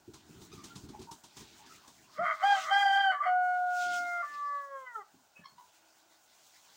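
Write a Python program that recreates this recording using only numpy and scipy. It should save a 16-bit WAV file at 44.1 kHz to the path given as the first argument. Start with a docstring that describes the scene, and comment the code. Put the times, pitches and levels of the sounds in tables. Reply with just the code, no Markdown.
"""Rooster and bean sacks in a farm shed.

A rooster crows once, its syrinx buzzing through the throat resonances: two short notes, a loud one,
a rasping break, then a long note that drops a register and glides down. Two workers haul woven sacks
and shake dry beans onto the earth floor, where countless ticks merge into a hiss.
Hens cluck faintly while the beans go on trickling."""
import sys
import numpy as np
from scipy import signal
from scipy.fft import rfft, irfft
from scipy.io import wavfile
from scipy.ndimage import uniform_filter1d, map_coordinates

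SR = 44100
rng = np.random.default_rng(int(sys.argv[2]) if len(sys.argv) > 2 else 0)


def log_audio(samples):
    """Write samples as a 16-bit WAV file to the path given in sys.argv[1]."""
    # one column per channel
    frames = np.atleast_2d(samples).T
    # limit to full scale, then quantise
    limited = np.clip(frames, -1, 1)
    pcm = np.round(limited * 32767).astype(np.int16)
    wavfile.write(sys.argv[1], SR, pcm)


N = 298116
T = np.arange(N) / SR
BIN_HZ = np.arange(N // 2 + 1) * SR / N


def from_db(db):
    """Decibels to gain."""
    return 10 ** (np.asarray(db) / 20)


def unit_rms(x):
    """Scale to unit power."""
    return x / np.sqrt(np.mean(x ** 2) + 1e-20)


def local_rms(x, samples):
    """Running rms level."""
    return np.sqrt(uniform_filter1d(x ** 2, size=samples) + 1e-6)


def at_times(rows, t=T):
    """Columns of a curve at the times t."""
    times, *columns = np.transpose(rows)
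    return [np.interp(t, times, column) for column in columns]


def gain_at(spectrum, hz):
    """Gain of a spectrum at these frequencies."""
    points_hz, db = np.transpose(spectrum)
    return from_db(np.interp(np.log(hz + 1e-3), np.log(points_hz), db))


def colour(x, spectrum):
    """Filter by a spectrum; rms 1."""
    return unit_rms(irfft(rfft(x) * gain_at(spectrum, BIN_HZ), N))


def butter(x, order, hz, kind="low"):
    """Butterworth filter."""
    return signal.sosfilt(signal.butter(order, hz, kind, fs=SR, output="sos"), x)


def resonance(x, hz, width_hz):
    """Two-pole band-pass, peak gain 1."""
    r = np.exp(-np.pi * width_hz / SR)
    poles = [1, -2 * r * np.cos(2 * np.pi * hz / SR), r * r]
    return signal.lfilter(np.array([1, 0, -1]) * (1 - r * r) / 2, poles, x)


def drift(per_s, size=N):
    """Smooth random curve, spread about 1."""
    knots = rng.standard_normal(int(size * 4000 / SR) + 8)
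    return map_coordinates(knots, [np.arange(size) * per_s / SR], order=3, mode="wrap")


def jittered_phase(hz, jitter, per_s, size=N):
    """Phase in radians of a pitch that wanders by the fraction jitter."""
    return 2 * np.pi * np.cumsum(hz * (1 + jitter * drift(per_s, size))) / SR


def gated_span(start, end, edge_s):
    """Sample indices of a note and its ramped gate."""
    span = np.flatnonzero((T > start - edge_s / 2) & (T < end + edge_s / 2))
    return span, np.clip(np.minimum(T[span] - start, end - T[span]) / edge_s + .5, 0, 1)


def swell(start, end, rise_s, fall_s):
    """Gain of 1 from start to end; rise and fall times are per 20 dB."""
    decades = np.maximum(start - T, 0) / rise_s + np.maximum(T - end, 0) / fall_s
    return from_db(-20 * np.minimum(decades, 10))


def impact_power(rows, attack_s):
    """Summed power of blows that swell quickly and die away."""
    power = np.zeros(N)
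    for start, db, t60_s in rows:
        age = np.maximum(T - start, 0)
        decay = from_db(db - 60 * np.minimum(age / t60_s, 3))
        power += (decay * np.minimum(age / attack_s, 1)) ** 2
    return power


# Throat and beak response. Each row: frequency in Hz, gain in dB.
THROAT = [(880, -11), (1170, 3), (1300, 21), (1440, -3.5), (1750, 4), (1900, 6.5), (2000, 13), (2100, 2.5),
          (2220, -12.5), (2300, -24.5), (2420, -13), (2830, -29), (3030, 5), (3280, -4), (3600, -36.5),
          (4050, -25.5), (4350, -21), (4820, -11), (5150, -37.5), (5600, -26), (6200, -37), (8000, -28),
          (12000, -47.5)]

def syrinx(hz, levels_db, half_db, tilt_db, jitter, flutter_db, wane_db=0.33):
    """The syrinx buzzes; pressed hard, every second cycle weakens and adds half-pitch lines."""
    fundamental_db, octave_db, overtones_db = levels_db
    n = len(hz)
    phase = jittered_phase(hz, jitter, 260, n)
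    orders = np.r_[1.5, np.arange(2.5, 14.5, .5)][:, None]
    source_db = tilt_db * np.log2(np.maximum(orders / 3, 1)) + half_db * (orders % 1 > 0)
    overtones = gain_at(THROAT, orders * hz) * from_db(source_db)
    overtones *= from_db(overtones_db) / np.sqrt(np.sum(overtones[2:] ** 2, axis=0))
    gains = [from_db(fundamental_db), from_db(octave_db), *overtones]
    out = 0
    for k, gain in zip([1, 2, *orders[:, 0]], gains):
        flutter = from_db(flutter_db * min(k, 1.5) * drift(110, n))
        wane = from_db(wane_db * min(k, 5) * drift(12, n))
        out += np.sqrt(2) * gain * flutter * wane * np.sin(k * phase + 2 * np.pi * rng.random())
    return out


# Opening notes of the crow. Each row: start and end in seconds, pitch and scoop in Hz, fundamental,
# octave, overtones and half-pitch lines in dB, overtone tilt in dB per octave.
SHORT_NOTES = [(2.195, 2.237, 736.5, 100, -33, -37.5, -54.5, -22, -8),
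               (2.438, 2.548, 812.2, 35, -24.5, -32.5, -39, -25.5, -2),
               (2.715, 3.107, 801.5, 14, -26, -31.5, -38, -19.5, -1.5),
               (3.145, 3.177, 598, 5, -70.5, -36.5, -46.5, -29, -13),
               (3.208, 3.215, 619, 5.8, -70.5, -30.5, -60.5, -23.5, -9.5)]

def crow_short_notes(sag_hz_per_s=45, fade_db_per_s=5.5, dull_db_per_octave_s=11):
    """Each pressed note scoops up, wavers, dulls, and droops as the pressure lets go."""
    out = np.zeros(N)
    for start, end, top_hz, scoop_hz, *levels_db, half_db, tilt_db in SHORT_NOTES:
        span, gate = gated_span(start - .025, end + .1, edge_s=.01)
        age = T[span] - start
        below_hz = scoop_hz * np.minimum(np.exp(-age / .016), 2.5)
        droop_hz = 21.9 * np.minimum(np.exp((T[span] - end) / .03), 2)
        waver_hz = 6 * np.cos(2 * np.pi * 5 * (age - .085))
        hz = top_hz - below_hz - droop_hz - sag_hz_per_s * age + waver_hz
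        envelope = swell(start, end, rise_s=.013, fall_s=.052)[span] * from_db(-fade_db_per_s * age)
        dulled_db = tilt_db - dull_db_per_octave_s * age
        out[span] += gate * envelope * syrinx(hz, levels_db, half_db, dulled_db, jitter=.007, flutter_db=2)
    return out


# Upper, then lower register. Each row: start and end in seconds, pitch in Hz, sag in Hz per second,
# final fall in Hz, its time constant in seconds, half-pitch lines in dB, tilt in dB per octave.
REGISTERS = [(3.26, 4.222, 732.4, 13, 25.33, .36, -38, -4.5),
             (4.226, 5.027, 588, 25, 190.4, .152, -13.5, -21)]
# Partial levels. Each row: time in seconds, fundamental, octave and overtones in relative dB.
UPPER_LEVELS = [(3.29, -29, -42.5, -51.5), (3.358, -28.5, -36, -65.5), (3.466, -32.5, -35, -58),
                (3.56, -34, -34.5, -55.5), (3.62, -32.5, -36.5, -81), (3.652, -33.5, -37, -72),
                (3.946, -38.5, -34, -59.5), (4.074, -37.5, -39, -45.5), (4.21, -42, -35, -46)]
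LOWER_LEVELS = [(4.24, -66, -36.5, -54), (4.292, -71, -49.5, -48.5), (4.428, -69, -37, -54.5),
                (4.552, -55, -35, -49.5), (4.708, -51.5, -51, -57), (4.762, -50.5, -44.5, -53.5),
                (4.84, -57.5, -48.5, -63.5)]
GLIDE_LEVELS = [(4.86, -80, -61, -56), (4.872, -80, -51, -46), (4.942, -80, -61, -55.5),
                (4.96, -63, -50.5, -35), (4.996, -55, -50, -50), (5.016, -61.5, -55, -50),
                (5.04, -72, -74, -52)]

def crow_long_note(gain_db=0.55, half_fade_db_per_hz=0.17):
    """The voice flips down a register halfway; the pitch falls ever faster as the air runs out."""
    out = np.zeros(N)
    curves = [UPPER_LEVELS, np.vstack([LOWER_LEVELS, GLIDE_LEVELS])]
    for register, curve in zip(REGISTERS, curves):
        start, end, top_hz, sag_hz_per_s, fall_hz, fall_s, half_db, tilt_db = register
        span, gate = gated_span(start, end, edge_s=.014)
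        fallen_hz = fall_hz * np.exp((T[span] - end) / fall_s)
        hz = top_hz - sag_hz_per_s * (T[span] - start) - fallen_hz
        faded_db = half_db - half_fade_db_per_hz * fallen_hz
        jitter = .0015 + .016 * fallen_hz / top_hz
        out[span] += gate * syrinx(hz, at_times(curve, T[span]), faded_db, tilt_db, jitter, flutter_db=.4)
    return from_db(gain_db) * out


# Rasp bursts. Each row: start and end in seconds, rise in seconds per 20 dB, level in dB.
RASPS = [(2.182, 2.186, 0.04, -47), (2.257, 2.32, 0.0515, -30), (2.424, 2.441, 0.04, -35),
         (2.572, 2.584, 0.0731, -38.5), (2.701, 2.707, 0.1365, -33), (3.119, 3.133, 0.0149, -35.5),
         (3.238, 3.283, 0.03, -34.5), (4.255, 4.245, 0.2, -46.5)]
# Throat modes. Each row: frequency in Hz, width in Hz, level in dB.
RASP_MODES = [(639.3, 61, 0), (1176, 205, 6), (1438, 140, -2), (2040, 290, -4), (3180, 75, -18)]
# Rasp filter. 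Each row: frequency in Hz, gain in dB.
RASP_SPECTRUM = [(300, -27.5), (540, -7), (620, -4.5), (2200, 4.5), (2600, -16.5), (3150, 1), (3600, -24.5),
                 (4700, 5.5), (6000, -10)]

def crow_rasp(pitch_hz=635, jitter=0.077, shimmer=0.62):
    """Where notes start and break, the membranes slap irregularly and ring the throat."""
    cycles = jittered_phase(pitch_hz, jitter, 700) / (2 * np.pi)
    slaps = np.diff(np.floor(cycles), prepend=0) * (1 + shimmer * rng.standard_normal(N))
    ringing = sum(from_db(db) * unit_rms(resonance(resonance(slaps, hz, width_hz), hz, width_hz))
                  for hz, width_hz, db in RASP_MODES)
    voice = colour(ringing, RASP_SPECTRUM)
    envelope = sum(from_db(db) * swell(start, end, rise_s, fall_s=.046) for start, end, rise_s, db in RASPS)
    return envelope * voice / local_rms(voice, 600)


def bean_ticks(spectrum, per_s, spread_db):
    """Single beans land at random with uneven force."""
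    sizes = from_db(spread_db * np.minimum(rng.exponential(1, N), 4)) * rng.choice([-1, 1], N)
    return colour(sizes * (rng.random(N) < per_s / SR), spectrum)


def shifting_heaps(x, depth_db, per_s, bands=12):
    """Folds and heaps shift, so each band swells and fades by itself, the lowest most."""
    spectrum = rfft(x)
    centres_hz = np.geomspace(550, 6000, bands)
    out = np.zeros(N)
    for hz, weights in zip(centres_hz, np.eye(bands)):
        band = irfft(spectrum * np.interp(BIN_HZ, centres_hz, weights), N)
        out += band * from_db(depth_db * np.sqrt(centres_hz[0] / hz) * drift(per_s))
    return unit_rms(out)


# Steady trickle. Each row: time in seconds, level in dB.
TRICKLE = [(0, -79), (.4, -66.5), (1.2, -80), (2.1, -75), (2.35, -64), (3.05, -71), (3.27, -79.5),
           (3.7, -65.5), (4.2, -64), (4.8, -75), (5.5, -77.5), (5.75, -69.5), (6.25, -73), (6.76, -71)]
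# Sack drags. Each row: start and end in seconds, rise in seconds per 20 dB, hiss and cloth rub in dB.
DRAGS = [(0.37, 1.038, 0.5, -66.5, -59.5), (1.394, 1.766, 0.2, -59.5, -67.5),
         (1.99, 2.126, 0.3, -70.5, -68), (2.512, 2.65, 0.07, -43.5, -71.5), (2.92, 2.987, 1.5, -55.5, -99),
         (3.825, 3.941, 0.11, -44.5, -66), (4.348, 4.373, .12, -59, -84), (6.496, 6.76, 0.66, -66, -89)]
DRAG_FALL_S = 0.14   # per 20 dB
# Sliding beans. Each row: frequency in Hz, gain in dB.
BEAN_SPECTRUM = [(350, -24.5), (600, -16.5), (900, -6), (1400, -5.5), (1900, -4.5), (2800, -4.5),
                 (3700, -4), (6800, -6.5), (8800, -14.5), (10500, -19.5), (13400, -24), (15000, -10.5),
                 (15800, -13)]

def sliding_beans(surge_db=1.0, split_hz=7500, dull_hz=2500):
    """Dry ticks merge into a hiss that swells with each drag; a fast flow sounds brighter."""
    drag_power = sum((from_db(db) * swell(start, end, rise_s, DRAG_FALL_S)) ** 2
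                     for start, end, rise_s, db, _ in DRAGS)
    hiss_db = 10 * np.log10(from_db(at_times(TRICKLE)[0]) ** 2 + drag_power)
    ticks = bean_ticks(BEAN_SPECTRUM, per_s=7000, spread_db=1)
    ticks = shifting_heaps(ticks, depth_db=9, per_s=20) * from_db(surge_db * drift(25))
    body = unit_rms(butter(ticks, 4, split_hz))
    top = unit_rms(butter(ticks, 4, split_hz, "high"))
    dull = signal.sosfiltfilt(signal.butter(4, dull_hz, fs=SR, output="sos"), body)
    dull_cut_db = 0.81 * np.maximum(hiss_db + 61, 0)
    body = body - dull + dull * from_db(-dull_cut_db)
    top_db = -71 + 0.49 * (hiss_db + 71.5)   # the finest hiss swings half as far
    return from_db(hiss_db) * body + from_db(top_db) * top


# Sack shakes. Each row: start in seconds, spurt and bump in relative dB.
SHAKES = [(0.078, -78.5, -45), (0.134, -48, -48), (0.291, -68, -44.5), (.412, -52, -45),
          (0.529, -52, -42.5), (.573, -64, -44), (0.636, -43, -44), (0.753, -43.5, -39.5), (.833, -57, -39),
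          (0.885, -51.5, -38.5), (0.99, -53.5, -37.5), (1.011, -47.5, -48), (1.109, -43, -45.5),
          (1.234, -48, -53.5), (1.364, -44.5, -47.5), (1.402, -50.5, -43.5), (1.659, -53, -54.5),
          (1.874, -49.5, -58)]
# Spurting beans. Each row: frequency in Hz, gain in dB.
SPURT_SPECTRUM = [(350, -14), (600, -11), (1000, 2), (1900, -15.5), (2700, -10), (3700, -3.5), (4500, -6),
                  (6300, -3.5), (8800, -9.5), (10500, -20), (12500, -22), (15300, -21.5)]

def bean_spurts(gain_db=-2.5, t60_s=0.2):
    """Each shake lets out a spurt of beans."""
    power = impact_power([(start, db + gain_db, t60_s) for start, db, _ in SHAKES], attack_s=.0066)
    ticks = bean_ticks(SPURT_SPECTRUM, per_s=9000, spread_db=-0.5)
    return np.sqrt(power) * shifting_heaps(ticks, depth_db=3.5, per_s=19)


# Cloth on earth. Each row: frequency in Hz, gain in dB.
SACK_SPECTRUM = [(25, -20.5), (60, -1), (120, 1), (200, 3.5), (340, 2.5), (430, -2), (560, -35.5),
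                 (900, -43)]

def sacks_and_scuffs(bump_db=-4.5, bump_t60_s=0.2, scuff_db=-6, floor_db=-84, uneven_db=2):
    """Heavy cloth drags unevenly and bumps on packed earth; each thud or groan adds a scuff."""
    drags = sum((from_db(db) * swell(start, end, rise_s, DRAG_FALL_S)) ** 2
                for start, end, rise_s, _, db in DRAGS)
    bumps = impact_power([(start, db + bump_db, bump_t60_s) for start, _, db in SHAKES], attack_s=.0072)
    scuff_rows = [(start, db + scuff_db, t60_s) for start, _, db, t60_s in THUDS_AND_GROANS]
    scuffs = impact_power(scuff_rows, attack_s=.0095)
    rubbing = (from_db(floor_db) ** 2 + drags) * from_db(uneven_db * drift(22)) ** 2
    noise = colour(rng.standard_normal(N), SACK_SPECTRUM)
    return np.sqrt(rubbing + bumps + scuffs) * noise / local_rms(noise, 900)


# Soft thuds of feet and low groans of dragged sacks.
# Each row: start in seconds, pitch in Hz, level in dB, T60 in seconds.
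THUDS_AND_GROANS = [(0.076, 337.5, -38.5, 0.073), (2.185, 200, -41, 0.074), (2.204, 185, -38, 0.054),
                    (3.85, 310.4, -59, 0.98), (4.001, 309.6, -56.5, 0.23), (4.29, 315, -71, 0.51),
                    (5.137, 248, -58, 0.18), (5.391, 150, -43, 0.04), (5.52, 177, -64.5, 0.19)]

def thuds_and_groans(wobble=0.14):
    """Feet thud and dragged sacks groan: low, decaying tones of uneven cycles."""
    uneven_s = np.cumsum(1 + wobble * drift(150)) / SR
    return sum(np.sqrt(impact_power([(start, db, t60_s)], attack_s=.006)) * np.sin(2 * np.pi * hz * uneven_s)
               for start, hz, db, t60_s in THUDS_AND_GROANS)


# Hen calls. Each row: start and length in seconds, pitch in Hz, level in dB, overtones in relative dB,
# pitch jitter as a fraction.
CLUCKS = [(0.516, 0.026, 1243, -60.5, 2, .04), (0.566, 0.059, 1190, -56.5, -10, .03),
          (.695, 0.043, 1388, -58, -34.5, .01), (.932, 0.032, 850, -47.5, -29, 0.077),
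          (1.07, 0.046, 929, -50.5, -38, 0.027), (1.563, .1, 884, -62, -14, 0.12),
          (1.693, 0.048, 1302, -59.5, -30, 0.025), (1.827, 0.061, 972, -63.5, -10, 0.059),
          (5.35, 0.042, 2580, -63, -54.5, 0.0086), (5.356, 0.06, 584, -68, 4, 0.052),
          (5.41, 0.045, 1733, -60, -32, 0.037), (5.439, 0.038, 1080, -54, -6.5, .03),
          (5.443, 0.066, 4320, -63.5, -43, 0.015), (5.575, 0.044, 983, -53.5, -16.5, 0.051)]

def hens(shimmer_db=4.5):
    """Short unsteady clucks and squeaks."""
    out = np.zeros(N)
    for start, length_s, hz, db, overtones_db, jitter in CLUCKS:
        first, n = int(start * SR), int(length_s * SR)
        phase = jittered_phase(hz, jitter, 520, n)
        tone = np.sin(phase) + from_db(overtones_db) * sum(np.sin(k * phase) for k in range(2, 6)) / 2
        arch = np.sin(np.linspace(0, np.pi, n)) * from_db(db + shimmer_db * drift(239, n))
        out[first:first + n] += np.sqrt(2) * arch * tone
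    return out


def moan(pitch_hz=322.4, level_db=-68.5, octave_db=-6):
    """A faint low tone as the rooster relaxes."""
    phase = jittered_phase(pitch_hz, jitter=.012, per_s=130)
    tone = np.sin(phase) + from_db(octave_db) * np.sin(2 * phase)
    return from_db(level_db) * swell(5.84, 6.12, rise_s=.1, fall_s=.15) * tone


def shed_echoes(x, t60_s=0.22, delay_s=.008, wall_hz=4500):
    """Low iron walls return a short, thin scatter of echoes."""
    t = T[:SR // 2]
    scatter = rng.standard_normal(len(t)) * from_db(-60 * t / t60_s) * (t > delay_s)
    response = butter(scatter, 1, wall_hz)
    return signal.fftconvolve(x, response / np.sqrt(np.sum(response ** 2)))[:N]


# Outdoor background. Each row: frequency in Hz, gain in dB.
AIR_SPECTRUM = [(18, -45.5), (30, -15.5), (209, -17), (326, -3.5), (471, -6.5), (645, 4.5), (838, 5.5),
                (1270, -6.5), (1450, 5), (1790, -9.5), (7010, -9.5), (13200, -27), (15800, -7.5)]

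def air(level_db=-68):
    """The steady hush of still air outside."""
    return from_db(level_db) * colour(rng.standard_normal(N), AIR_SPECTRUM)


def scene(rooster_echo_db=-17, far_echo_db=-10):
    """The rooster close by, hens farther off, the work on the floor; mono."""
    rooster = crow_short_notes() + crow_long_note() + crow_rasp()
    far = hens() + moan() + thuds_and_groans()
    echoes = shed_echoes(from_db(rooster_echo_db) * rooster + from_db(far_echo_db) * far)
    background = air()
    work = sliding_beans() + bean_spurts() + sacks_and_scuffs()
    return (rooster + work + far + echoes + background)[None]


def record(dry, bass_hz=30, top_hz=15800):
    """The deepest bass is cut away; the top is cut steeply."""
    thin = butter(dry, 2, bass_hz, "high")
    return signal.sosfilt(signal.ellip(12, .1, 90, top_hz, fs=SR, output="sos"), thin)


dry = scene()
out = record(dry)
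log_audio(out)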